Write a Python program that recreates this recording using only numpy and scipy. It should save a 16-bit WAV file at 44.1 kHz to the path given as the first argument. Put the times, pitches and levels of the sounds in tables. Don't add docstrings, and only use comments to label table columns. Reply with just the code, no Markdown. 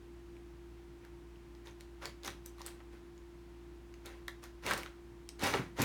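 import sys
import numpy as np
from scipy import signal
from scipy.fft import rfft, irfft, next_fast_len
from scipy.io import wavfile
from scipy.ndimage import uniform_filter1d

SR = 44100
rng = np.random.default_rng(int(sys.argv[2]) if len(sys.argv) > 2 else 0)


def to_wav(s):
    ch = np.atleast_2d(s).T
    pcm = np.round(np.clip(ch, -1, 1) * 32767)
    wavfile.write(sys.argv[1], SR, pcm.astype(np.int16))


N = 257544
TIME = np.arange(N) / SR

# f/Hz, level/dB
AIR_TONE = [(20, -19), (45, 8), (85, 1), (125, 5.5), (200, -2), (300, 4.5), (430, -4), (560, -11.5),
            (700, -7), (1000, -9.5), (2000, -13), (4000, -20), (9000, -27.5), (10500, -29.5), (17500, -34)]
# f/Hz, level/dB
HUM_NOTES = [(58.6, -56.5), (117.5, -69.5), (176.5, -72), (235.5, -77.5), (294, -78.5), (344.9, -56),
             (932, -81), (1034, -80)]
# f/Hz, t/s
ECHO_FADE = [(150, 0.39), (600, 0.22), (2000, 0.25), (6000, 0.25), (15000, 0.18)]
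# delay/s, level/dB
ECHO_BOUNCES = [(.0021, -37), (.0046, -28), (.0078, -12.5), (0.013, -7), (0.0188, -18)]
# t/s, level/dB, f/Hz, time to fade by 60 dB/s
PANEL_FLAPS = [(2.057, -47, 330, 0.056), (2.278, -41, 248, 0.095), (2.803, -46, 1130, 0.062),
               (4.281, -37.5, 1040, 0.058), (4.711, -23.5, 1240, 0.12), (4.737, -30.5, 280, 0.057),
               (5.426, -26, 200, 0.08), (5.541, -17, 447, 0.059), (5.597, -21.5, 165, 0.051),
               (5.627, -41, 200, .05), (5.787, -29.5, 500, 0.13), (5.8, -15.5, 237, 0.036),
               (5.831, -22, 180, .06)]
# f/Hz, level/dB
CRACK_TONE = [(200, -36), (800, -12), (2000, -2.5), (4000, 3), (6500, 5.5), (9000, 1.5), (10500, -1.5),
              (13000, 0), (17500, -12)]
# t/s, level/dB, brightness/(dB per octave), ring f/Hz, ring over crack/dB
CREASE_SNAPS = [(0.367, -55.5, -8, 2350, 5), (1.05, -50, -1, 1640, 5.5), (1.3586, -57.5, -18, 2860, 10),
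                (1.5504, -57, -10, 5000, -3), (1.672, -47.5, -3.5, 3620, 5), (1.8084, -46, -3.5, 4300, -6),
                (2.056, -31.5, -8, 4340, -7.5), (2.0593, -41, 2, 2020, 20), (2.234, -44, -6, 3600, -6),
                (2.2477, -38.5, -6, 3730, 0), (2.2626, -39, -9, 6430, 7), (2.2763, -38, -0.5, 5900, -3),
                (2.2793, -31.5, -15, 1290, -4), (2.4608, -40, 10, 6040, -3.5), (2.5834, -50, -3, 1140, 12),
                (2.6075, -41, -7, 1010, 21), (2.6172, -41, -7.5, 1060, -5), (2.6634, -35.5, 8.5, 1390, -14),
                (2.6704, -42, 3, 9000, 1), (2.6812, -43, -10, 1400, -1), (3.1785, -57, -7, 6750, 4),
                (3.9406, -50, -10.5, 6450, -6.5), (4.0596, -44, 3, 9000, -13), (4.0649, -45, 12, 3730, 11),
                (4.2808, -37, 2.5, 3650, 3.5), (4.2822, -32.5, -6.5, 1880, 9),
                (4.4394, -44.5, -1, 1200, -4), (4.637, -45, -13, 2650, -13), (4.6647, -29.5, -6, 2230, 2),
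                (4.71, -23.5, 1, 1530, 11), (4.7356, -28.5, -8.5, 1900, -13), (4.7775, -38, 1, 9200, -3),
                (4.833, -37, -6, 2180, 0), (4.8616, -38.5, -13, 1410, -3), (5.2905, -37.5, -4.5, 5400, -4),
                (5.3942, -46, 0, 4300, 0), (5.436, -34.5, 20, 3680, 3), (5.539, -26, -11.5, 2180, -1),
                (5.819, -25.5, 2.5, 6740, -1), (5.8262, -29, -2, 2420, 2)]
# f/Hz, level/dB
PLASTIC_TONE = [(50, -42), (90, 9), (250, 7.5), (500, 0.5), (800, -1.5), (1400, -0.5), (2100, -1.5),
                (3000, -7), (3800, -6), (6300, -11), (8000, -18), (9400, -11.5), (10600, -19.5),
                (17500, -27)]
# t/s, swell/s, hold/s, fade/(dB per s), level/dB
BAG_BILLOWS = [(2.031, 0.032, .01, 200, -57), (2.25, .035, .02, 104, -55.5), (4.631, 0.02, 0.092, 250, -48),
               (5.408, 0.026, .01, 200, -39), (5.506, 0.031, .07, 260, -43.5),
               (5.782, 0.024, .04, 200, -34.5)]
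# t/s, swell/s, hold/s, fade/(dB per s), crinkle level/dB, rustle level/dB
CAT_MOVES = [(0.994, 0.04, 0.0058, 300, -80, -61.5), (1.639, 0.023, 0.022, 350, -61, -56.5),
             (1.79, 0.014, .005, 300, -67, -67), (2.009, 0.014, 0.033, 265, -54, -47),
             (2.228, 0.022, 0.026, 256, -48.5, -47), (2.438, 0.018, 0.0069, 304, -62.5, -63),
             (2.564, 0.036, 0.011, 400, -60, -56.5), (2.64, 0.017, 0.018, 188, -55.5, -56),
             (2.909, 0.023, 0.0065, 200, -67.5, -61.5), (4.04, 0.016, 0.0057, 126, -58, -51.5),
             (4.419, 0.011, 0.014, 302, -56.5, -55), (4.627, 0.048, 0.05, 269, -41.5, -37),
             (4.761, 0.016, 0.0073, 155, -52.5, -48.5), (4.849, 0.007, 0.0043, 600, -76, -57.5),
             (5.393, 0.044, 0.039, 176, -37, -33.5), (5.529, 0.01, 0.0041, 234, -47.5, -34.5),
             (5.763, 0.035, 0.045, 200, -40.5, -36)]


def from_db(db):
    return 10 ** (np.asarray(db) / 20)


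def rms_one(x):
    return x / np.sqrt(np.mean(x ** 2) + 1e-20)


def evened(x, span_s):
    return x / np.sqrt(np.maximum(uniform_filter1d(x ** 2, int(span_s * SR)), 1e-12))


def at_hz(table, hz):
    pitches, values = np.array(table).T
    return np.interp(np.log(np.maximum(hz, 1)), np.log(pitches), values)


def band(x, low_hz, high_hz, order=2):
    edges = [low_hz, min(high_hz, .45 * SR)]
    return signal.sosfilt(signal.butter(order, edges, "band", fs=SR, output="sos"), x)


def coloured(x, tone):
    size = 2 * next_fast_len(len(x))
    hz = np.arange(size // 2 + 1) * SR / size
    cepstrum = irfft(np.log(from_db(at_hz(tone, hz))))
    cepstrum[1:size // 2] *= 2
    response = np.exp(rfft(cepstrum[:size // 2], size))
    return irfft(rfft(x, size) * response)[:len(x)]


def drift(per_s):
    points = rng.standard_normal(int(N / SR * per_s) + 2)
    return np.interp(TIME * per_s, np.arange(len(points)), points)


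def add(out, start_s, sound):
    start = round(start_s * SR)
    out[start:start + len(sound)] += sound[:max(N - start, 0)]


def room_air(level_db):
    air = coloured(rng.standard_normal(N + SR), AIR_TONE)[SR:]
    return from_db(level_db) * air / np.std(band(air, 500, 16000))


def motor_hum(waver_db, wander_radians):
    hum = np.zeros(N)
    for hz, db in HUM_NOTES:
        gain = np.sqrt(2) * from_db(db + waver_db * drift(15))
        phase = 2 * np.pi * (hz * TIME + rng.random()) + wander_radians * drift(1.8)
        hum += gain * np.sin(phase)
    return hum


def room_echo(x, tail_db, build_s, bounce_db):
    t, edges = TIME[:SR * 2 // 3], 75 * 2. ** np.arange(9)
    tail = np.zeros(len(t))
    for low, high in zip(edges, edges[1:]):
        fade_s = at_hz(ECHO_FADE, np.sqrt(low * high))
        tail += band(rng.standard_normal(len(t)), low, high) * from_db(-60 * t / fade_s)
    tail *= 1 - np.exp(-t / build_s)
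    response = from_db(tail_db) * tail / np.sqrt(np.sum(tail ** 2))
    for delay_s, db in ECHO_BOUNCES:
        response[int(delay_s * SR)] += from_db(db + bounce_db)
    return signal.fftconvolve(x, response)[:N]


def flaps(gain_db, octaves_each_side):
    out, t = np.zeros(N), TIME[:SR // 4]
    ratio = 2 ** octaves_each_side
    for start_s, db, hz, fade_s in PANEL_FLAPS:
        panel = evened(band(rng.standard_normal(len(t)), hz / ratio, hz * ratio), span_s=0.0146)
        add(out, start_s, from_db(db + gain_db - 60 * t / fade_s) * panel)
    return out


def extra_snaps(per_move, over_crinkle_db=1.5, brightness=-1, ring_db=5, settle_s=0.048):
    rows = []
    for start_s, swell_s, hold_s, _, crinkle_db, _ in CAT_MOVES:
        for when, smallness in rng.random((per_move, 2)):
            snap_s = start_s + swell_s / 2 + when * (swell_s / 2 + hold_s + settle_s)
            hz = 1030 * (9100 / 1030) ** smallness
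            rows.append((snap_s, crinkle_db + over_crinkle_db, brightness, hz, ring_db))
    return rows


def snaps(gain_db, crack_s, ring_s, overtone_db, flutter_db, flutter_s):
    out, t = np.zeros(N), TIME[:SR // 25]
    for start_s, db, brightness, hz, ring_db in CREASE_SNAPS + extra_snaps(per_move=2):
        grit, shiver = rng.standard_normal((2, len(t)))
        burst = grit * np.exp(-t / crack_s)
        flutter = from_db(flutter_db) * shiver * np.exp(-t / flutter_s)
        tone = [(f, level + brightness * np.log2(np.clip(f, 1200, 9500))) for f, level in CRACK_TONE]
        crack = coloured(burst + flutter, tone)
        crack = band(crack, min(0.19 * hz, 1600), SR / 2)
        age = t / (ring_s * np.sqrt(2000 / hz))
        overtone = from_db(overtone_db) * np.sin(2 * np.pi * 1.71 * hz * t) * np.exp(-age)
        ring = (np.sin(2 * np.pi * hz * t) + overtone) * age * np.exp(-age)
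        snap = rms_one(crack) + from_db(ring_db) * rms_one(ring)
        add(out, start_s, from_db(db + gain_db) * rms_one(snap))
    return out


def clicks(per_s, spread_db):
    happens = rng.random(N) < per_s / SR
    return happens * rng.choice([-1, 1], N) * from_db(spread_db * np.minimum(rng.exponential(1, N), 4))


def buckles(scatter_db, fold_db, fold_ratio):
    cracks = clicks(per_s=4000, spread_db=3.5)
    edges = 50 * 2 ** (np.arange(18) / 2)
    crackle = np.zeros(N)
    for k, (low, high) in enumerate(zip(edges, edges[1:])):
        uneven = cracks * from_db(scatter_db * rng.standard_normal(N))
        crackle += band(uneven, low, high, order=1) * (-1) ** k
    pops = clicks(per_s=2400, spread_db=4.5)
    pitches = np.geomspace(600, 15000, 40)
    chosen = rng.integers(0, len(pitches), N)
    folds = sum(band(pops * (chosen == k) + 1e-18, hz / fold_ratio, hz * fold_ratio, order=1)
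                for k, hz in enumerate(pitches))
    return coloured(rms_one(crackle) + from_db(fold_db) * rms_one(folds), PLASTIC_TONE)


def push(start_s, swell_s, hold_s, fade_db_per_s, rise_db=20, grip_s=0.007):
    age = TIME - start_s
    grip = np.clip(1 + age / grip_s, 0, 1)
    swell_db = rise_db * np.minimum(age / swell_s - 1, 0)
    fade_db = fade_db_per_s * np.maximum(age - swell_s - hold_s, 0)
    return grip * from_db(np.maximum(swell_db - fade_db, -200))


def crumple(crinkle_db, rustle_db, billow_db):
    plastic = buckles(scatter_db=3.0, fold_db=-7.5, fold_ratio=1.022)
    crisp = sum(from_db(db + crinkle_db) * push(*timing) for *timing, db, _ in CAT_MOVES)
    dull = sum(from_db(db + rustle_db) * push(*timing) for *timing, _, db in CAT_MOVES)
    deep = sum(from_db(db + billow_db) * push(*timing) for *timing, db in BAG_BILLOWS)
    crinkle = crisp * evened(band(plastic, 2730, 20000, order=3), span_s=0.0084)
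    rustle = dull * evened(band(plastic, 308, 2880, order=3), span_s=0.008)
    billow = deep * evened(band(plastic, 54, 290, order=3), span_s=0.034)
    return crinkle + rustle + billow


def scene():
    wrapper = crumple(crinkle_db=-3.0, rustle_db=-1.0, billow_db=-1.5)
    wrapper += snaps(gain_db=-16.0, crack_s=0.00069, ring_s=0.00068, overtone_db=-7.0,
                     flutter_db=-24.0, flutter_s=0.01)
    wrapper += flaps(gain_db=-8.0, octaves_each_side=0.79)
    echo = room_echo(wrapper, tail_db=-8.0, build_s=0.0011, bounce_db=-13.5)
    background = room_air(level_db=-65.93) + motor_hum(waver_db=1.3, wander_radians=0.087)
    return (background + echo + wrapper)[None]


def record(dry):
    return signal.sosfilt(signal.ellip(10, .1, 80, 18200, fs=SR, output="sos"), dry)


dry = scene()
out = record(dry)
to_wav(out)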